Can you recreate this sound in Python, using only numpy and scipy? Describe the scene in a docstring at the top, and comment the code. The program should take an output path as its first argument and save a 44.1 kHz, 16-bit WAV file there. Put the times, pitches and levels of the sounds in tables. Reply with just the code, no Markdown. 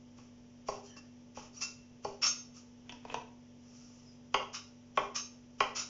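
"""Knife on a plastic board

A small tiled kitchen on one microphone, the same in both channels. Each cut ends in a knock, built from damped
modes and a crunch of noise, and slips of the steel edge hiss, rub the board and ring the blade.
Midway pieces rustle off the fingers and tap a bowl; squeaks are short falling sines. An appliance hums
in steady lines over a rush of air. Room tails answer the knife, fingers and bowl."""
import sys
import numpy as np
from scipy import signal
from scipy.fft import rfft, irfft, next_fast_len
from scipy.io import wavfile
from scipy.ndimage import map_coordinates

SR = 44100
rng = np.random.default_rng(int(sys.argv[2]) if len(sys.argv) > 2 else 0)


def to_wav(s):
    """Save 16-bit WAV."""
    ch = np.atleast_2d(s).T  # columns
    pcm = np.round(np.clip(ch, -1, 1) * 32767)  # PCM
    wavfile.write(sys.argv[1], SR, pcm.astype(np.int16))


N = 259925  # length [samples]
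TOP_HZ = 7750  # upper limit of the recorder, and of the modes that hard contact reaches
SPLIT_HZ = 1700  # modes below it make the thud, the others the clack


def amp(db):
    """Amplitude factor of a level in dB."""
    return 10 ** (np.asarray(db) / 20)


def unit(x):
    """Scale x to rms 1."""
    return x / np.sqrt(np.mean(x ** 2) + 1e-20)


def burst(x):
    """Scale a short sound to the energy of 20 ms at rms 1."""
    return x * np.sqrt(SR / 50 / np.sum(x ** 2))


def along(points, hz):
    """Interpolate (frequency [Hz], value) points on a log frequency axis."""
    f, v = np.transpose(points)
    return np.interp(np.log(hz + 1), np.log(f + 1), v)


def filtered(x, response):
    """Multiply the spectrum of x by a response of frequency."""
    n = x.shape[-1]
    padded = next_fast_len(n + 8192)
    spectrum = rfft(x, padded) * response(np.fft.rfftfreq(padded, 1 / SR))
    return irfft(spectrum, padded)[..., :n]


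def coloured(x, spectrum):
    """Shape x by (frequency [Hz], relative level [dB]) points, at rms 1."""
    return unit(filtered(x, lambda hz: amp(along(spectrum, hz))))


def band(x, lo_hz, hi_hz):
    """Causal band-pass."""
    sos = signal.butter(2, [lo_hz, hi_hz], "band", fs=SR, output="sos")
    return signal.sosfilt(sos, x)


def wobble(rate, size):
    """A smooth random curve with rate knots a second."""
    knots = rng.standard_normal(size // 20 + 4)
    return map_coordinates(knots, [np.arange(size) * rate / SR], mode="wrap")


def fade(t, t60):
    """Exponential decay that falls 60 dB in t60 seconds."""
    return np.exp(-np.log(1000) * t / t60)


def add(track, s, sound):
    """Mix a sound into the track at time s."""
    start = max(round(s * SR), 0)
    track[start:start + len(sound)] += sound[:N - start]


# the appliance's tonal lines: (frequency [Hz], mean rms level [dB])
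HUM_LINES = [(100, -68), (146.5, -70), (198, -79), (243, -57.5), (441, -80.5), (586, -78), (876, -81.5)]
# its rush of air: (frequency [Hz], relative level [dB per Hz])
AIR_SPECTRUM = [(20, -15), (50, -10), (75, -17.5), (130, -8), (190, -16), (300, -15), (500, -16),
                (750, -22.5), (1500, -31.5), (3100, -28), (4270, -37.5), (5770, -25), (7040, -36),
                (7780, -52.5)]


def appliance(air_db):
    """Slightly unsteady motor and mains lines over a soft rush of air."""
    t, hum = np.arange(N) / SR, np.zeros(N)
    for hz, db in HUM_LINES:
        level = .6 * wobble(5, N)  # dB
        drift = .3 * wobble(4, N)  # rad
        hum += amp(db + level) * np.sqrt(2) * np.sin(2 * np.pi * hz * t + drift)
    air_level = amp(air_db + .25 * wobble(41, N))
    return hum + air_level * coloured(rng.standard_normal(N), AIR_SPECTRUM)


# decay of the room: (frequency [Hz], t60 [s])
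ROOM_DECAY = [(150, 0.74), (500, 0.46), (1400, 0.36), (3000, 0.39), (7000, 0.38)]


def kitchen(x, wet_db, build):
    """Add a diffuse tail that builds up over build seconds and dies at each frequency's own speed."""
    hz, t, z = signal.stft(rng.standard_normal(SR // 2), SR, nperseg=256)
    decaying = z * fade(t, along(ROOM_DECAY, hz)[:, None])
    tail = signal.istft(decaying, SR, nperseg=256)[1]
    tail = tail * (1 - np.exp(-np.arange(len(tail)) / SR / build))
    return x + amp(wet_db) * signal.fftconvolve(x, tail / np.linalg.norm(tail))[:len(x)]


def near_wall(x, delay, share):
    """Sound bounces three times between the worktop and the nearby walls."""
    def bounces(hz):
        one = np.clip(share, 0, .9) * np.exp(-2j * np.pi * hz * delay)
        return sum(one ** k for k in range(4))  # k = 0 is the direct sound
    return filtered(x, bounces)


# the fingers let go of the pieces: (time of the loudest moment [s], level before colouring and room [dB])
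RUSTLES = [(2.921, -62.5), (3.12, -53)]
RUSTLE_RISE_DB_PER_S, RUSTLE_FALL_DB_PER_S = 221, 205


def fingers(grain_db=3):
    """Moist pieces slide off the fingers into the bowl: each rustle swells and dies away."""
    t, level = np.arange(N) / SR, np.zeros(N)
    for s, db in RUSTLES:
        drop_db = np.maximum(RUSTLE_RISE_DB_PER_S * (s - t), RUSTLE_FALL_DB_PER_S * (t - s))
        level += amp(db - drop_db)
    grains = unit(amp(grain_db * wobble(500, N)) * rng.standard_normal(N))
    rustle = coloured(grains, [(300, -12.0), (900, 2), (1600, 0), (3000, -1),
                               (4200, -9.5), (5700, -8), (7000, -9.5), (7800, -32)])
    return kitchen(level * rustle, wet_db=-7, build=.01)


# the wet blade squeaks in the food:
# (time [s], length [s], starting pitch before jitter [Hz], level at the peak of the swell, before room [dB])
SQUEAKS = [(0.848, 0.051, 4500, -71), (.85, 0.2, 1823, -68.5), (0.848, 0.11, 3150, -65),
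           (0.883, .046, 6000, -59.5), (1.53, 0.036, 4730, -65), (1.566, 0.024, 5920, -50),
           (4.045, .09, 5210, -64.5)]
SQUEAK_SAG = .055  # share by which the pitch falls during a squeak


def squeaks(jitter):
    """Stick and slip make short, rough, falling whistles; jitter [Hz] roughens the pitch."""
    out = np.zeros(N)
    for s, length, start_hz, db in SQUEAKS:
        size = round(length * SR)
        falling = start_hz * (1 - SQUEAK_SAG * np.linspace(0, 1, size))
        hz = falling + jitter * wobble(520, size)
        whistle = np.sqrt(2) * np.sin(2 * np.pi * np.cumsum(hz) / SR)
        add(out, s, amp(db) * np.hanning(size) * whistle)
    return kitchen(out, wet_db=-1.5, build=0.0096)


def ring(modes, t):
    """Damped sines of the blade; they waver together as it flexes in the hand."""
    flex = .45 * wobble(70, len(t))  # rad
    total = np.zeros(len(t))
    for hz, db, t60 in modes:
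        level = amp(db + rng.standard_normal())  # each stroke excites the modes a little differently
        total += level * fade(t, t60) * np.sin(2 * np.pi * hz * t + flex)
    return total


# hiss of the slipping edge: (frequency [Hz], relative level [dB per Hz])
HISS_SPECTRUM = [(1500, -65), (3000, -38), (4200, -11.5), (5200, 0.5), (5700, 5.5), (6300, 1), (6700, -3),
                 (7050, -2.5), (7400, -14), (7800, -16)]
# rub heard from the board: (frequency [Hz], relative level [dB per Hz])
RUB_SPECTRUM = [(150, -28.5), (500, -13.5), (900, -10), (1200, 9), (1700, -5.5), (2200, -3.5), (2700, 6),
                (3300, -1.5), (4500, -23.5), (7000, -35.5)]


def stroke(rise, fall, board_db, rings, grain_db=1.0, hiss_db=-3.5):
    """Tiny slips of the moving edge hiss, rub the board and keep the steel ringing; rings = [(modes, dB)]."""
    t = np.arange(SR * 3 // 5) / SR
    speed = np.interp(t, [0, rise, rise + fall], [0, 1, 0])
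    grip = amp(grain_db * wobble(900, len(t)) + wobble(98, len(t)))
    slips = unit(grip * rng.standard_normal(len(t)))
    hiss = amp(hiss_db) * coloured(slips, HISS_SPECTRUM)
    rub = amp(board_db) * coloured(slips, RUB_SPECTRUM)
    rubbing = speed * (hiss + rub)
    for modes, db in rings:
        steel = signal.fftconvolve(speed * slips, ring(modes, t))[:len(t)]
        # scaled to the energy of the speed curve
        rubbing = rubbing + amp(db) * steel * np.linalg.norm(speed) / np.linalg.norm(steel)
    return kitchen(rubbing, wet_db=-6.0, build=0.0061)


# the blade nudges the pieces along, barely touching the board:
# (time [s], length [s], level before the stroke's own trims [dB])
NUDGES = [(0.821, 0.12, -55.5), (1.519, 0.18, -52.5), (2.534, 0.11, -52.5), (3.562, 0.72, -60)]
NUDGE_RISE = 0.31  # share of a nudge in which the edge gathers speed
# modes of the steel, shared by every stroke: (frequency [Hz], mean relative level [dB], t60 [s])
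BLADE_MODES = [(1190, -15, .1), (1424, -14, .22), (2530, -17, .24), (2695, -12, .18), (3190, -15, .14),
               (3668, -17, .25), (3885, -21, .27), (4740, -12, .1), (5135, -7, .14), (5262, -5, .1),
               (5440, -2, .12), (5528, -5, .21), (5755, -8, .14), (6360, -7, .18), (7010, -9, .14)]


def nudges(board_db, blade_db):
    """Light strokes are mostly hiss."""
    out = np.zeros(N)
    for s, length, db in NUDGES:
        rise, fall = NUDGE_RISE * length, (1 - NUDGE_RISE) * length
        add(out, s, amp(db) * stroke(rise, fall, board_db, [(BLADE_MODES, blade_db)]))
    return out


# the edge is drawn back over the board: (time [s], length [s], hiss level [dB], board level [dB],
# mode that sings [Hz], its level [dB]); levels before the trims of the scrape and stroke
SCRAPES = [(0.96, 0.047, -54, -63, 2695, -56), (1.605, 0.063, -31, -48, 2695, -44),
           (2.214, 0.091, -29.5, -36, 5528, -32), (2.254, 0.054, -28.5, -56, 6360, -32.5),
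           (4.527, 0.082, -39.5, -46, 3885, -61), (5.143, 0.083, -34.5, -43, 6360, -49),
           (5.747, 0.11, -33.5, -42.5, 7010, -52)]
SCRAPE_RISE = 0.23  # share of a scrape in which the edge gathers speed


def scrapes(board_db, blade_db, sing_db):
    """Drawn back hard, the whole blade rings, and the friction locks on to one mode, which sings out."""
    out = np.zeros(N)
    for s, length, db, board, near_hz, sing in SCRAPES:
        mode = min(BLADE_MODES, key=lambda m: abs(m[0] - near_hz))
        # db scales the whole stroke, so the other levels are given relative to it
        rings = [(BLADE_MODES, blade_db), ([mode], sing_db + sing - db)]
        rise, fall = SCRAPE_RISE * length, (1 - SCRAPE_RISE) * length
        add(out, s, amp(db) * stroke(rise, fall, board_db + board - db, rings))
    return out


SLICE_LEAD_S, SLICE_RISE_S, SLICE_FALL_S = .026, 0.024, 0.15  # the edge enters just before the knock


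def slicing(board_db, blade_db):
    """The edge slides through the food around every chop."""
    out = np.zeros(N)
    for s, *_, db in CHOPS:
        slide = stroke(SLICE_RISE_S, SLICE_FALL_S, board_db, [(BLADE_MODES, blade_db)])
        add(out, s - SLICE_LEAD_S, amp(db) * slide)
    return out


def modal(modes, t, contact_hz):
    """A blow rings the modes; a soft contact hardly reaches those above contact_hz."""
    total = np.zeros(len(t))
    for k, (hz, db, t60) in enumerate(modes):
        reached_db = db - 10 * np.log10(1 + (hz / contact_hz) ** 8)
        level = (-1) ** k * amp(reached_db + rng.standard_normal())  # signs alternate
        total += level * fade(t, t60) * np.cos(2 * np.pi * hz * t)
    return total


# parting food: (frequency [Hz], relative level [dB per Hz])
CRUNCH_SPECTRUM = [(2500, -53), (4000, -10.5), (4700, -1.5), (5800, -1), (6500, -4.5), (7200, -21.5),
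                   (7800, -25.5)]
# push on the worktop: (frequency [Hz], relative level [dB per Hz])
PUSH_SPECTRUM = [(25, -5), (50, -8.5), (85, -13), (150, -4), (200, -13.5), (290, -3.5), (500, -30),
                 (2000, -62.5)]
PUSH_GROWS = 0.31  # dB of push per dB of thud: the weight of the arm varies little
CHATTER_T60 = .025  # s


def knocks(events, modes, thud_db, clack_db, crunch_db, push_db, wet_db, soft_hz):
    """Each blow rings the low modes; hard contact adds the high ones, parting food a crunch."""
    out, t = np.zeros(N), np.arange(SR * 3 // 5) / SR
    low_modes = [m for m in modes if m[0] < SPLIT_HZ]
    high_modes = [m for m in modes if m[0] >= SPLIT_HZ]
    for s, thud, clack, crunch, *_ in events:
        # food under the edge cushions the blow: less clack, and a deeper thud
        contact_hz = soft_hz * amp(0.41 * (clack - thud + 14))
        low = band(modal(low_modes, t, contact_hz), 330, 1900)
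        high = modal(high_modes, t, TOP_HZ)
        # the contact chatters for a few milliseconds
        chatter = .08 * rng.standard_normal(len(t)) * fade(t, CHATTER_T60)
        high = high + signal.fftconvolve(high, chatter)[:len(t)]
        high = band(band(high, 1400, 3900), 1200, 3900)
        body = amp(thud + thud_db) * burst(low) + amp(clack + clack_db) * burst(high)
        crack = coloured(rng.standard_normal(len(t)), CRUNCH_SPECTRUM) * fade(t, 0.02)
        # the food parts a millisecond before the blow lands
        blow = amp(crunch + crunch_db) * burst(crack) + np.roll(body, SR // 1000)
        # the worktop gives way with a dull push
        dull = coloured(rng.standard_normal(len(t)), PUSH_SPECTRUM) * fade(t, 0.39)
        push = amp(push_db + PUSH_GROWS * thud) * burst(dull)
        walled = near_wall(blow, delay=.0046, share=.4)
        add(out, s, kitchen(walled, wet_db, build=0.00099) + push)
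    return out


# fingers and food tap the bowl, levels before trims:
# (time [s], thud level [dB], clack level [dB], crunch level [dB])
DROPS = [(2.893, -52, -44.5, -57), (2.922, -50.5, -51, -53), (3.05, -42, -56, -62), (3.098, -44, -44, -70),
         (3.124, -48, -80, -65), (3.142, -30, -40, -45.5)]
# heavily damped modes of the bowl: (frequency [Hz], mean relative level [dB], t60 [s])
BOWL_MODES = [(484, -1, 0.025), (733, -1, 0.059), (964, 4, 0.065), (1630, -2.5, 0.021), (1920, -4, 0.01),
              (2497, -4, 0.064), (2670, -1.5, 0.016), (3210, 3.5, 0.0072)]


def bowl_taps():
    """Soft taps ring the short modes of the bowl."""
    return knocks(DROPS, BOWL_MODES, thud_db=-5.0, clack_db=-6.0, crunch_db=-6.0, push_db=-41.5,
                  wet_db=-3.5, soft_hz=1080)


# each cut slices through the food and lands on the board, levels before trims:
# (time [s], thud level [dB], clack level [dB], crunch level [dB], slicing level [dB])
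CHOPS = [(0.184, -61.5, -66.5, -68, -64), (0.685, -30.5, -47.5, -45, -51), (0.966, -60, -64, -60, -81),
         (1.37, -43, -57.5, -66, -52), (2.047, -33.5, -50.5, -47.5, -55.5),
         (4.342, -24.5, -26, -38.5, -60.5), (4.973, -24.5, -30, -49, -55), (5.604, -24, -25.5, -38, -56)]
# heavily damped modes of the board: (frequency [Hz], mean relative level [dB], t60 [s])
BOARD_MODES = [(400.5, -15.5, 0.21), (524.4, -9, 0.086), (604.5, -7.5, 0.048), (787.5, -4.5, 0.065),
               (869, -6, 0.037), (975, -1, 0.041), (1123, 2, 0.03), (1244, -5, 0.037), (1389, -1, 0.028),
               (1940, -4, 0.012), (2180, -3, 0.011), (2400, 0.5, 0.0094), (2720, 2, 0.0059),
               (3158, -1, 0.008)]


def board_chops():
    """The knife lands and rings the short modes of the plastic board."""
    return knocks(CHOPS, BOARD_MODES, thud_db=-3.5, clack_db=-7.0, crunch_db=-5.5, push_db=-39,
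                  wet_db=-2.5, soft_hz=912)


def scene():
    """All sources reach one microphone."""
    background = appliance(air_db=-64.0)
    pieces = fingers() + bowl_taps()
    edge = nudges(board_db=-13, blade_db=-20) + slicing(board_db=-6, blade_db=-17)
    edge = edge + scrapes(board_db=-1.5, blade_db=-8.5, sing_db=0.5)
    mono = background + pieces + squeaks(jitter=97) + edge + board_chops()
    return np.array([mono, mono])


def record(dry):
    """The recorder rolls off over its last 300 Hz and keeps nothing above its band limit."""
    return filtered(dry, lambda hz: np.clip((TOP_HZ - hz) / 300, 0, 1))


dry = scene()
out = record(dry)
to_wav(out)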